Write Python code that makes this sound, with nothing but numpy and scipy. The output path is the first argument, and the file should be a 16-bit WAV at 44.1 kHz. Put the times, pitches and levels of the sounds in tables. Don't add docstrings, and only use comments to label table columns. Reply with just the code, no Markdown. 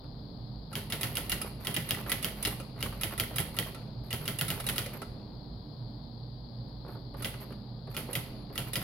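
import sys
import numpy as np
from scipy import signal
from scipy.fft import rfft, irfft
from scipy.io import wavfile
from scipy.ndimage import uniform_filter1d

SR = 44100
rng = np.random.default_rng(int(sys.argv[2]) if len(sys.argv) > 2 else 0)


def transcribe(signal):
    frames = np.atleast_2d(signal).T
    limited = np.clip(frames, -1, 1)
    pcm = np.round(limited * 32767).astype(np.int16)
    wavfile.write(sys.argv[1], SR, pcm)


N = 389403
HZ = np.fft.rfftfreq(N, 1 / SR)


def amp(db):
    return 10 ** (np.asarray(db) / 20)


def evened(x):
    return x / np.sqrt(np.mean(x ** 2) + 1e-20)


def read(points, hz):
    f, value = np.transpose(points)
    return np.interp(np.log(hz + 1), np.log(f + 1), value)


def paired(x, likeness):
    left, other = rfft(x)
    same = np.clip(read(likeness, HZ), 0, 1)
    right = same * left + np.sqrt(1 - same ** 2) * other
    return irfft(np.array([left, right]), N)


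# pitch_hz, likeness [0 to 1]
NEAR_LIKENESS = [(60, 0.96), (130, 0.96), (290, 1), (640, 0.87), (1410, 0.73), (3100, 0.24), (6820, -0.86),
                 (15000, -0.07)]


def noise(likeness=NEAR_LIKENESS):
    return paired(rng.standard_normal((2, N)), likeness)


def resonator(x, hz, width):
    return signal.lfilter(*signal.iirpeak(hz, hz / width, SR), x)


def ring(x, modes):
    return sum(amp(db) * resonator(x, hz, width) for hz, width, db in modes)


def ring_twice(x, modes):
    return sum(amp(db) * resonator(resonator(x, hz, width), hz, 2 * width) for hz, width, db in modes)


def bursts(times, db, t60, rise):
    out, t = np.zeros(N), np.arange(SR // 4) / SR
    for s, level, fall in np.broadcast(times, amp(db), t60):
        part = out[round(s * SR):][:len(t)]
        shape = level * (1 - np.exp(-t / rise)) * amp(-60 * t / fall)
        part += shape[:len(part)]
    return out


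def chatter(depth_db, size):
    jumps = evened(uniform_filter1d(rng.standard_normal(N), size))
    return noise() * evened(amp(depth_db * jumps))


def lowpass(order, hz):
    return signal.butter(order, hz, fs=SR, output="sos")


# start_s, crack_db, wheel_rattle_db, cover_ring_db, lifter_lead_s (how much earlier it rises), lifter_clack_db
LETTERS = [(0.7541, -19, -32.5, -25, 0.026, -32), (0.9228, -18.5, -28.5, -13, 0.023, -24),
           (1.0319, -16, -26, -18, 0.022, -17), (1.1699, -16.5, -24.5, -38, 0.017, -18.5),
           (1.318, -20, -22, -11, 0.023, -13.5), (1.6705, -17, -28, -23, 0.023, -24.5),
           (1.7645, -16.5, -29, -12, 0.023, -17), (1.908, -13, -28, -13, 0.019, -21),
           (2.1177, -16, -21.5, -13.5, 0.023, -15.5), (2.2453, -14, -26, -28, 0.019, -19),
           (2.4501, -17, -23.5, -9, 0.024, -15.5), (2.8269, -17, -30, -25, 0.022, -28),
           (3.034, -17, -23, -30, .0232, -17.5), (3.1986, -13, -21.5, -24, 0.021, -20),
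           (3.3835, -16.5, -22.5, -32.5, .0243, -15.5), (3.5877, -14, -23.5, -18, 0.022, -24),
           (4.1286, -18.5, -29.5, -31, 0.023, -25), (4.2784, -17, -26.5, -33, 0.024, -25),
           (4.411, -15, -22.5, -29, .0246, -16), (4.5029, -17.5, -25, -19.5, .0217, -17.5),
           (4.6881, -17.5, -20.5, -45, 0.023, -15.5), (4.781, -14.5, -24, -19, 0.022, -20.5),
           (7.2461, -20, -30.5, -18, 0.024, -24), (7.9664, -20, -33, -20, .0217, -33),
           (8.1529, -19, -23, -18.5, 0.023, -19), (8.5781, -19, -30, -20.5, 0.023, -27.5),
           (8.756, -17.5, -26, -13, 0.024, -17)]
# pitch_hz, level_db, t60_s
CRACK_PARTIALS = [(3152, -0.5, 0.0064), (2800, -14.5, 0.0023), (3720, -3, 0.0016), (4540, -4.5, 0.0029),
                  (5520, -11.5, 0.0022), (6940, -21.5, 0.00161), (10200, -5.5, .004), (13000, -3.5, 0.0039),
                  (14000, 4, 0.00203), (15300, 0, 0.0027)]
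# pitch_hz, width_hz, level_db
REST_MODES = [(2840, 70, -6), (1950, 150, 4), (5000, 550, -17.5)]
# pitch_hz, width_hz, level_db
BASE_MODES = [(91.6, 8.3, 6), (126.6, 47, 10.5), (143, 19, -1), (212.5, 7, -7), (297.5, 240, -7),
              (387, 150, -27.5)]
USUAL_CRACK_DB = -15
SNAP_DB, SNAP_GROWS = -18, 2
REBOUND_S, REBOUND_DB, REBOUND_GROWS = 0.037, -23.5, 3.5
REBOUND_RATTLE_DB = -22
LINGER_DB, PANELS_DB, THUD_DB = -36.5, -26.5, -12


def cracks(s, crack_db, snap_db):
    t, out = np.arange(600) / SR, np.zeros(N + 600)
    chance = rng.standard_normal((len(s), len(CRACK_PARTIALS), 2))
    for at, low_db, high_db, row in zip(s + 0.0003, crack_db, snap_db, chance):
        crack = 0
        for (hz, db, t60), (level_shift, pitch_shift) in zip(CRACK_PARTIALS, row):
            level_db = (low_db if hz < 8000 else high_db) + db + level_shift
            tone = np.sin(2 * np.pi * hz * (1 + 0.015 * pitch_shift) * t)
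            crack = crack + amp(level_db - 60 * t / t60) * tone
        out[round(at * SR):][:600] -= crack * (1 - np.exp(-t / 0.00012))
    return out[:N]


def hammer():
    s, crack_db, rattle_db, covers_db = np.transpose(LETTERS)[:4]
    harder_db = crack_db - USUAL_CRACK_DB
    crack = cracks(s, crack_db, SNAP_DB + SNAP_GROWS * harder_db)
    rebound_db = REBOUND_DB + REBOUND_GROWS * harder_db
    shake = bursts(s + 0.00073, rattle_db + 4.0, 0.014, 0.00086)
    shake += bursts(s + 0.0058, rattle_db - 4.5, 0.036, 0.0021)
    shake += bursts(s + 0.001, LINGER_DB, 0.26, 0.0094)
    shake += bursts(s + REBOUND_S, rebound_db + REBOUND_RATTLE_DB, 0.026, 0.0004)
    rest = bursts(s + REBOUND_S, rebound_db, 0.022, 0.00044)
    case = case_ring(s + 0.00056, PANELS_DB, covers_db, 0.051, 0.00101)
    thud = bursts(s + 0.0011, THUD_DB, 0.12, 0.017)
    rings = case + ring(rest * noise(), REST_MODES) + ring(thud * noise(), BASE_MODES)
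    return crack + rattled(shake) + rings


# pitch_hz, level_db [dB per Hz]
RATTLE_COLOUR = [(410, -23), (700, -4), (1150, -20), (1330, 0.5), (1640, -7), (2000, 1), (2430, -4.5),
                 (2800, -3), (3070, -1), (5840, -15), (8210, -15), (10500, -1.5), (16000, -12)]


def rattled(envelope):
    colour_db = np.maximum(read(RATTLE_COLOUR, np.abs(np.fft.fftfreq(4096, 1 / SR))), -80)
    log_gain = np.log(amp(colour_db))
    taps = np.fft.ifft(np.exp(np.conj(signal.hilbert(log_gain)))).real[:1024]
    shaken = envelope * chatter(1.5, size=60)
    return signal.oaconvolve(shaken, taps[None] / np.linalg.norm(taps), axes=1)[:, :N]


# pitch_hz, width_hz, level_db
CASE_MODES = [(578, 28, 2), (850, 20, -8), (1075, 15, -4.5), (1335, 51, 4), (2006, 86.4, 1),
              (2220, 114, -6), (2433, 53, -1), (2812, 70, 4), (3480, 97, -3), (3830, 120, -3),
              (4940, 75, -8.5)]


def case_ring(s, panels_db, covers_db, t60, rise):
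    shaking = noise()
    share_db = 3 * rng.standard_normal((len(s), len(CASE_MODES)))
    out = 0
    for mode, share in zip(CASE_MODES, share_db.T):
        part_db = panels_db if mode[0] < 1600 else covers_db
        out = out + ring(bursts(s, part_db + share, t60, rise) * shaking, [mode])
    return out


# start_s, clack_db, knock_db, clink_db
LIFTER_DROPS = [(1.4143, -17.5, -25, -26.5), (2.471, -15, -19, -32), (2.599, -31, -25, -47),
                (3.4007, -16, -27, -36), (3.7454, -35, -37, -48), (4.5995, -22, -22, -38),
                (4.8605, -28.5, -30, -19), (5.017, -32, -20, -50)]
# pitch_hz, width_hz, level_db
LINK_MODES = [(10900, 490, -4.5), (10180, 478, -2), (8800, 1700, -21.5), (13000, 1100, -19),
              (14500, 1200, -23.5), (5760, 2460, -61.5), (3360, 3300, -16)]
# pitch_hz, width_hz, level_db
KEYBED_MODES = [(375, 138, 3.5), (528, 220, -1), (825, 99, -10), (1083, 68, -15)]
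CLACK_T60, SECOND_TOUCH_S, SECOND_TOUCH_DB = 0.055, 0.0067, -17
RISE_KNOCK_DB, RISE_CLINK_DB = -36, -27
USUAL_CLACK_DB = -19
LIFT_PANELS_DB = -25.5
LIFT_COVERS_DB, COVERS_GROW = -23, 0.61


def lifter():
    blow_s, lead_s, rise_db = np.transpose(LETTERS)[[0, 4, 5]]
    drop_s, drop_db, drop_knock_db, drop_clink_db = np.transpose(LIFTER_DROPS)
    rise_s = blow_s - lead_s
    s, clack_db = np.r_[rise_s, drop_s], np.r_[rise_db, drop_db]
    shake = bursts(s, clack_db, CLACK_T60, 0.00051)
    shake += bursts(s + SECOND_TOUCH_S, clack_db + SECOND_TOUCH_DB, CLACK_T60, 0.0008)
    knock = bursts(rise_s, RISE_KNOCK_DB, 0.12, 0.0035) + bursts(drop_s, drop_knock_db, 0.06, 0.001)
    clink = bursts(rise_s, RISE_CLINK_DB, 0.02, 0.00055) + bursts(drop_s, drop_clink_db, 0.031, 0.00048)
    covers_db = LIFT_COVERS_DB + COVERS_GROW * (clack_db - USUAL_CLACK_DB)
    case = case_ring(s, LIFT_PANELS_DB, covers_db, 0.081, 0.0014)
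    clack = ring(shake * noise(), LINK_MODES)
    return clack + case + ring(knock * noise(), KEYBED_MODES) + ring(clink * noise(), REST_MODES)


# start_s, whine_db, length_s
WHEEL_RUNS = [(0.704, -45, 0.017), (1.093, -35, 0.054), (1.241, -34.5, 0.043), (1.461, -28, 0.016),
              (1.6, -36.5, 0.077), (1.855, -31.5, 0.035), (1.983, -29, 0.029), (2.073, -30, 0.056),
              (2.185, -40, 0.04), (2.368, -35, 0.079), (2.505, -28.5, 0.037), (2.788, -37.5, 0.05),
              (2.933, -39.5, 0.097), (3.118, -29, 0.02), (3.328, -37, 0.04), (3.541, -34, 0.023),
              (3.666, -30.5, 0.028), (4.036, -44.5, 0.057), (4.21, -35.5, 0.04), (4.555, -34, 0.062),
              (4.639, -30, 0.069), (4.725, -31, 0.017), (4.932, -30, 0.04), (6.877, -43.5, 0.073),
              (7.169, -37.5, 0.064), (7.4, -33, 0.038), (7.9, -41, 0.086), (8.1, -33.5, 0.043),
              (8.525, -39.5, 0.04), (8.668, -33, 0.025), (8.814, -28.5, 0.045)]
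# pitch_hz, width_hz (first pass), level_db
MOTOR_BANDS = [(12730, 410, -2.5), (10240, 900, -14), (14820, 1000, -27), (1960, 430, -21), (866, 1350, -6)]


def wheel():
    t, on = np.arange(N) / SR, np.zeros(N)
    for s, db, length in WHEEL_RUNS:
        end = max(length, 0.01)
        on += amp(db) * np.interp(t - s, [0, 0.002, end, end + 0.01], [0, 1, 0.7, 0])
    throb = 1 + 0.34 * np.sin(2 * np.pi * 190 * t)
    return ring_twice(on * throb * chatter(3.8, size=90), MOTOR_BANDS)


# start_s, knock_db, click_db
KEY_HITS = [(0.039, -42, -52), (0.713, -30, -54), (1.442, -27, -42), (1.712, -29, -35), (1.969, -25, -37),
            (2.062, -21.5, -30.5), (2.761, -35.5, -46), (2.777, -35, -42), (2.859, -28, -29),
            (2.924, -32, -34), (3.108, -38, -34), (3.122, -29, -32), (3.308, -26.5, -39), (3.66, -27, -43),
            (4.222, -44, -42), (4.943, -30, -42), (6.685, -59, -56), (6.847, -33, -60), (6.862, -34, -52),
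            (6.887, -30, -60), (6.908, -37, -58), (6.949, -29.5, -54), (7.141, -28.5, -45),
            (7.204, -29, -37), (7.34, -41, -32.5), (7.416, -31.5, -41), (7.504, -32.5, -44),
            (7.522, -43, -39), (7.872, -29, -46), (8.086, -23, -47), (8.498, -30, -52)]
KEY_T60, TICK_DB = 0.11, -5.5


def keys():
    s, knock_db, click_db = np.transpose(KEY_HITS)
    plastic = [(1305, 430, 6.5), (1940, 530, -4.0), (2750, 490, -3.5)]  # pitch_hz, width_hz, level_db
    knocking = bursts(s, knock_db, KEY_T60, 0.002) * chatter(2.4, size=150)
    knock = ring(knocking, KEYBED_MODES + [(1140, 200, -18)])
    click = ring(bursts(s, click_db, KEY_T60 / 2, 0.001) * noise(), plastic)
    tick = ring(bursts(s, click_db + TICK_DB, 0.048, 0.00037) * noise(), LINK_MODES)
    return signal.sosfilt(lowpass(4, 1700), knock) + signal.sosfilt(lowpass(2, 3500), click) + tick


JOLT_DB, JOLT_RISE_S, JOLT_SETTLE_S = -50.5, 0.034, 0.16


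def desk():
    blow_s = np.array([row[0] for row in LETTERS])
    since = np.maximum(np.arange(N) / SR - blow_s[:, None], 0)
    jolts = (1 - np.exp(-since / JOLT_RISE_S)) * np.exp(-since / JOLT_SETTLE_S)
    level = amp(JOLT_DB) * np.sqrt(np.sum(jolts, axis=0))
    shaking = ring(chatter(2.5, size=1500), BASE_MODES + KEYBED_MODES)
    rumble = level * evened(signal.sosfilt(lowpass(3, 1200), shaking))
    damped = [(hz, 7.7 * width, db) for hz, width, db in CASE_MODES]
    loose = ring(chatter(3.0, size=400), damped)
    buzz = signal.sosfilt(lowpass(2, 4500), loose) * level ** 2 * amp(47)
    return rumble + buzz


# start_s, pitch_hz, level_db [rms]
WHISTLE_PATH = [(8.28, 10750, -92), (8.32, 11000, -80), (8.36, 11150, -76), (8.41, 11230, -73),
                (8.44, 11150, -77), (8.47, 10950, -92)]


def whistle():
    s, hz, db = np.transpose(WHISTLE_PATH)
    t = np.arange(N) / SR
    level = amp(np.interp(t, s, db, -140, -140)) * np.sqrt(2)
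    return level * np.sin(2 * np.pi * np.cumsum(np.interp(t, s, hz)) / SR)


# pitch_hz, t60_s
ROOM_DECAY = [(100, 1), (700, 0.187), (2000, 0.49), (5000, 0.39), (13000, 0.41)]
# pitch_hz, likeness
ROOM_LIKENESS = [(60, 1), (180, 0.99), (550, 0.67), (1650, -0.027), (4970, -1.74), (15000, -0.9)]


def room(x):
    taps = np.zeros((2, N))
    at = np.arange(300, SR // 2, 20)
    places = at + rng.integers(0, 20, (2, len(at)))
    np.put_along_axis(taps, places, rng.choice([-1., 1.], (2, len(at))), 1)
    hz, t, z = signal.stft(paired(taps, ROOM_LIKENESS)[:, 300:SR // 2], SR, nperseg=256)
    dying = amp(-60 * t / read(ROOM_DECAY, hz)[:, None])
    tail = signal.istft(z * dying, SR, nperseg=256)[1]
    tail = np.pad(tail, ((0, 0), (300, 0))) / np.linalg.norm(tail[0])
    return signal.fftconvolve(x, tail, axes=1)[:, :N]


# pitch_hz, width_hz (first pass), level_db (relative)
HUM_MODES = [(94.8, 12.4, -10.5), (119.5, 6.8, 1), (129.1, 21, -6), (151.8, 7.5, -5.5), (180.2, 12, -10.5),
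             (205.4, 4.34, -4), (221.8, 3.5, -11.5), (239.5, 12, -9), (290.3, 16.6, -13), (378, 13, -25)]
# pitch_hz, level_db [dB per Hz]
AIR_COLOUR = [(20, -2.5), (30, 11), (40, -0.5), (70, 1), (300, 0), (500, -1.5), (900, -5.5), (1300, -16.5),
              (2000, -24.5), (2700, -31.5), (5600, -58), (6500, -41), (8000, -51.5), (10000, -40),
              (16000, -35.5)]
# pitch_hz, left_minus_right_db
AIR_BALANCE = [(60, 4.5), (700, -3.5), (1300, 0), (8000, 3), (15000, -4)]
# start_s, level_db
SWELL = [(0, 1.5), (.7, 1.5), (3.9, 2), (5.95, 1.5), (6.4, -0.5), (6.6, 1.5), (7.7, 0.5), (8.83, 2)]
# pitch_hz, level_db [dB per Hz]
HISS_COLOUR = [(1590, -57.5), (2700, -33), (3010, -17), (3490, -7.5), (3790, -7.5), (4110, 0), (4510, 0.5),
               (4690, -0.5), (5090, -7.5), (5600, -36.5), (7280, -57.5), (12300, -120)]
HUM_DB, DRONE_HZ, DRONE_DB = -45, 52.9, -54
AIR_DB, HISS_DB = -53.5, -60


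def background():
    t = np.arange(N) / SR
    level_waver, pitch_waver = [evened(uniform_filter1d(uniform_filter1d(v, 2500), 2500))
                                for v in rng.standard_normal((2, N))]
    drone_phase = 2 * np.pi * np.cumsum(DRONE_HZ + 2.58 * pitch_waver) / SR
    drone = amp(DRONE_DB + 3.8 * level_waver) * np.sin(drone_phase) * np.sqrt(2)
    modes = sum(ring_twice(noise(ROOM_LIKENESS), [mode]) for mode in HUM_MODES)
    hum = (amp(HUM_DB) * evened(modes) + drone) * amp([[-1.1], [1.1]])
    side_db = read(AIR_BALANCE, HZ) / 2
    air_gain = amp(read(AIR_COLOUR, HZ) + np.array([side_db, -side_db]))
    air = evened(irfft(rfft(noise(ROOM_LIKENESS)) * air_gain, N))
    hiss = evened(irfft(rfft(rng.standard_normal(N)) * amp(read(HISS_COLOUR, HZ)), N))
    hiss = hiss * amp(HISS_DB + np.array([[5.5], [-17.0]]))
    return (hum + amp(AIR_DB) * air) * amp(np.interp(t, *np.transpose(SWELL))) + hiss


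# pitch_hz, left_minus_right_db
PORT_BALANCE = [(60, -2.5), (1300, -2.5), (2800, 0), (3500, -3), (4500, 11), (6500, 4.5), (8500, 2.5),
                (10500, -9), (13000, -7.5), (15500, 1)]


def scene():
    machine = hammer() + lifter() + wheel() + keys() + desk() + whistle()
    machine = machine + amp(-8.0) * room(machine)
    side_db = read(PORT_BALANCE, HZ) / 2
    lag = np.exp(-2j * np.pi * np.minimum(HZ, 4000) * 2 / SR)
    ports = np.array([amp(side_db), amp(-side_db) * lag])
    return irfft(rfft(machine) * ports, N) + background()


def record(dry):
    taps = signal.firwin(255, 15950, window=("kaiser", 9), fs=SR)
    return signal.oaconvolve(dry, taps[None], "same")


dry = scene()
out = record(dry)
transcribe(out)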